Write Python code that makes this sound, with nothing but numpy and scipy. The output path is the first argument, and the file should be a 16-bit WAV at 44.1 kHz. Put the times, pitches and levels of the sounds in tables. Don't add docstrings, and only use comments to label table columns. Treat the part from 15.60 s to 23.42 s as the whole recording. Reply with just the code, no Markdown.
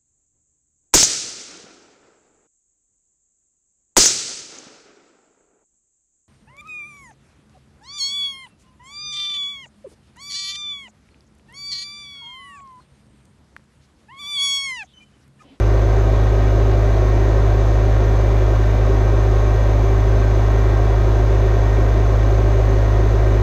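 import sys
import numpy as np
from scipy import signal
from scipy.fft import rfft, irfft, next_fast_len
from scipy.io import wavfile

SR = 44100
rng = np.random.default_rng(int(sys.argv[2]) if len(sys.argv) > 2 else 0)


def invert_db(level):
    return 10 ** (np.asarray(level, dtype=float) / 20)


def generate_wav(signal):
    frames = np.transpose(np.atleast_2d(signal))
    scaled = np.clip(frames, -1, 1) * 32767
    pcm = np.round(scaled).astype(np.int16)
    wavfile.write(sys.argv[1], SR, pcm)


N = 344862
CONTROL_STEP = 64


def rms_one(x):
    return x / np.sqrt(np.mean(x ** 2))


def in_time(rows):
    return np.interp(np.arange(N) / SR, *np.transpose(rows))


def stretched(slow):
    return np.interp(np.arange(N) / CONTROL_STEP, np.arange(len(slow)), slow)


def drift(rate_hz):
    pole = np.exp(-2 * CONTROL_STEP * np.pi * rate_hz / SR)
    settle = 1000
    noise = rng.standard_normal(N // CONTROL_STEP + 2 + settle)
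    slow = signal.lfilter([1], [1, -2 * pole, pole * pole], noise)[settle:]
    return rms_one(slow - slow.mean())


def coloured(x, spectrum, peaks=()):
    fft_size = next_fast_len(N)
    f_hz, density_db = np.transpose(spectrum)
    bins_hz = np.maximum(np.arange(fft_size // 2 + 1) * SR / fft_size, 1)
    level_db = np.interp(np.log(bins_hz), np.log(f_hz), density_db, left=-200, right=-200)
    for peak_hz, width_hz, lift_db in peaks:
        level_db += lift_db / (1 + (2 * (bins_hz - peak_hz) / width_hz) ** 2)
    return irfft(rfft(x, fft_size) * invert_db(level_db) * np.sqrt(SR / 2), fft_size)[:N]


def tones(turns, rows, phases, waver_db, waver_rad, waver_hz):
    total = np.zeros(N)
    for (multiple, level_db), phase in zip(rows, phases):
        wander = waver_rad * drift(waver_hz) / (2 * np.pi)
        cycles = multiple * turns + stretched(phase + wander)
        angle = (2 * np.pi * (cycles - np.floor(cycles))).astype(np.float32)
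        peak = np.sqrt(2) * invert_db(level_db + waver_db * drift(waver_hz))
        total += stretched(peak) * np.cos(angle)
    return total


def contacts(turns, angles, sizes, jitter_s, uneven_db):
    laps = np.arange(int(turns[-1]) + 1)[:, None]
    shape = (len(laps), len(angles))
    at = np.interp(laps + angles, turns, np.arange(N))
    at = at + jitter_s * SR * rng.standard_normal(shape)
    at = np.clip(at, 0, N - 2).ravel()
    blows = (sizes * invert_db(uneven_db * rng.standard_normal(shape))).ravel()
    blows[(at < 1) | (at > N - 3)] = 0
    return rms_one(np.bincount(np.round(at).astype(int), blows, N))


def exhaust(turns):
    # [multiple of shaft speed, level/dB rms]
    orders = [(1, -39.9), (2, -15.1), (2.5, -38.7), (3, -33.8), (3.5, -42.8), (4, -18.6), (5, -49.0),
              (8, -50.8), (9, -47.6), (14, -40.3), (16, -44.3), (17, -49.0), (29, -48.1), (32, -51.3),
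              (39, -49.3), (46, -56.0), (50, -55.5), (53, -59.0), (61, -54.5), (68, -59.3), (69, -58.8),
              (70, -55.6)]
    beat_lead, odd_lead, half_lag = .227, .24, .23
    firing = tones(turns, orders[1:2], [beat_lead], waver_db=.1, waver_rad=.01, waver_hz=8)
    low_orders = [*orders[:1], *orders[2:7]]
    leads = []
    for multiple, _ in low_orders:
        every_turn = multiple % 2 == 1
        every_second_turn = multiple % 1 > 0
        leads.append(beat_lead + odd_lead * every_turn - half_lag * every_second_turn)
    low = tones(turns, low_orders, leads, waver_db=.3, waver_rad=.05, waver_hz=8)
    high = tones(turns, orders[7:], rng.random(30), waver_db=1.5, waver_rad=.3, waver_hz=3)
    return firing + low + invert_db(-1.5) * high


def pumps(turns):
    # [multiple of stroke rate, level/dB rms]
    six_piston = [(6, -49.1), (7, -46.5), (8, -49.0), (9, -52.6), (10, -49.2), (11, -58.9), (12, -48.7),
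                  (13, -56.5), (14, -59.3), (15, -59.6), (18, -67.6), (19, -66.1), (22, -64.8), (23, -74.6),
                  (28, -71.7), (34, -78.0), (36, -69.6), (38, -73.3), (40, -61.9), (41, -81.9)]
    # [multiple of tooth rate, level/dB rms]
    ten_tooth = [(1, -39.3), (2, -45.4), (10, -63.4), (11, -58.7), (13, -65.4), (14, -62.0), (15, -63.2),
                 (16, -69.9), (20, -68.7), (21, -70.3), (22, -65.5), (23, -71.4), (26, -71.1)]
    # [multiple of shaft speed, level/dB rms]
    gears_and_drives = [(82, -65.1), (88, -60.1), (89, -58.1), (92, -60), (99, -61.7), (128, -62.6), (136, -66.5),
                        (137, -66.4), (141, -70), (148, -66.0), (158, -69.3), (172, -70.0), (194, -72.2), (201, -71.4),
                        (231, -70.3), (236, -67.7), (237, -70.8), (241, -71), (242, -73), (243, -67.5), (248, -72.1),
                        (255, -68.7), (258, -71.5), (284, -78.0),
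                        (19.1, -49), (23.04, -45.5), (78, -63.5), (90.1, -60), (51.6, -57.5), (84.3, -65),
              (94.1, -70.5), (91.6, -67), (95.7, -67), (104.7, -73.5), (121.6, -69.5), (118.4, -71.5),
              (138, -71.5), (134, -65.5), (152, -71), (162, -71), (170, -71), (175.6, -71), (27, -46.5),
              (207, -75), (184, -72), (259.5, -71), (216, -68.5), (274, -77), (308, -83.5), (312, -81.5),
              (321, -83)]
    six = tones(6 * turns, six_piston, rng.random(30), waver_db=2.4, waver_rad=.45, waver_hz=3)
    ten = tones(10 * turns, ten_tooth, rng.random(30), waver_db=1.3, waver_rad=.3, waver_hz=3)
    mesh = tones(turns, gears_and_drives, rng.random(60), waver_db=2.6, waver_rad=.55, waver_hz=3)
    return six + ten + mesh


def fan(turns):
    # [multiple of blade rate, level/dB rms]
    blade_tones = [(1, -42), (2, -32), (3, -42), (4, -65)]
    # [f/Hz, density/dB per Hz]
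    roar = [(20, -55), (60, -56), (110, -55), (140, -57.5), (160, -63.5), (215, -60), (260, -57),
            (310, -54), (380, -48), (450, -57), (540, -52.5), (760, -57.5), (870, -66)]
    # [t/s, gain/dB]
    gust = [
        (0, 1.3),
        (2.2, 1.4),
        (4.3, 0.5),
        (7.82, 0.76),
    ]
    blades_per_turn = 7.512
    blades = tones(blades_per_turn * turns, blade_tones, rng.random(4), waver_db=1.6, waver_rad=.3, waver_hz=4)
    buffet = invert_db(-49) * stretched(drift(8.4) * invert_db(4.2 * drift(1.4)))
    return blades + buffet + invert_db(in_time(gust)) * coloured(rng.standard_normal(N), roar)


def knocks(turns):
    count = 150
    sizes = invert_db(2.5 * rng.exponential(1, count)) * rng.choice([-1, 1], count)
    clatter = contacts(turns, rng.random(count), sizes, jitter_s=6e-6, uneven_db=.5)
    piston_angles = (np.arange(6) + .3) / 6
    strokes = contacts(turns, piston_angles, invert_db(rng.normal(0, 3.7, 6)), jitter_s=40e-6, uneven_db=2.5)
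    hard = signal.butter(2, 2600, "high", fs=SR)
    return signal.lfilter(*hard, invert_db(-3.5) * clatter + invert_db(-24.5) * strokes)


def casing(turns, knock):
    # [f/Hz, density/dB per Hz]
    casing_noise = [(870, -63.5), (1030, -61.5), (1300, -68.5), (1800, -71.5), (1980, -76), (2350, -79.5),
                    (2750, -83), (3200, -83.5), (3700, -84), (4800, -86.5), (5400, -90), (6300, -86),
                    (6750, -90), (7150, -92.5)]
    # [f/Hz, width/Hz, lift/dB]
    panels = [(1090, 30, 3), (1570, 50, 4), (1870, 50, 5), (2050, 70, 5), (2340, 130, 5), (2590, 80, 5),
              (2860, 40, 4), (3340, 60, 5), (3645, 60, 5), (3900, 60, 5), (4180, 150, 4), (5220, 60, 6),
              (5720, 60, 4), (6000, 70, 4), (6250, 90, 6), (6635, 60, 5)]
    pulsing = 1 + .2 * np.cos(12 * np.pi * (turns - .05))
    return coloured(pulsing * rng.standard_normal(N) + knock, casing_noise, panels)


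def oil(turns, knock):
    # [f/Hz, density/dB per Hz]
    hiss = [(7150, -95.5), (8300, -99), (9500, -105), (10800, -114), (11700, -109), (12200, -102),
            (12500, -100.5), (13400, -101), (13750, -100), (14200, -108), (14700, -105), (15400, -103)]
    # [f/Hz, width/Hz, lift/dB]
    pipes = [(7200, 40, 3), (7570, 40, 6), (8200, 40, 4), (8250, 62, -1.5), (9500, 60, 6),
             (10000, 110, 1.5), (12040, 130, 5.5), (12700, 61, 6), (13100, 120, 4.5), (13750, 120, 7),
             (14372, 100, 7), (14934, 60, 12.5)]
    throb = 1 + np.zeros(N)
    for per_turn, depth in ((6, .11), (5, .083), (20, .08)):
        throb += depth * np.cos(2 * np.pi * per_turn * turns)
    return coloured(throb * rng.standard_normal(N) + knock, hiss, pipes)


def scene():
    # [t/s, speed/turns per s]
    shaft = [(0.0, 25.945), (0.54, 26.044), (0.61, 26.143), (0.93, 26.021), (1.19, 26.08), (1.49, 25.887),
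             (1.55, 26.018), (2.05, 25.945), (2.37, 26.142), (2.57, 26.043), (3.76, 25.953), (3.85, 26.073),
             (4.63, 25.954), (5.05, 26.152), (5.96, 25.984), (6.42, 26.057), (7.16, 26.005), (7.82, 26.153)]
    start_turn = .138
    turns = start_turn + np.cumsum(in_time(shaft)) / SR
    knock = knocks(turns)
    tonal = invert_db(.48) * exhaust(turns) + invert_db(.52) * pumps(turns)
    return (tonal + fan(turns) + casing(turns, knock) + oil(turns, knock))[None]


def roll_off(x):
    return signal.sosfilt(signal.butter(12, 15300, fs=SR, output="sos"), x)


def record(dry):
    limit, offset = .95, -.0039
    return roll_off(limit * np.tanh(dry / limit) + offset)


dry = scene()
out = record(dry)
generate_wav(out)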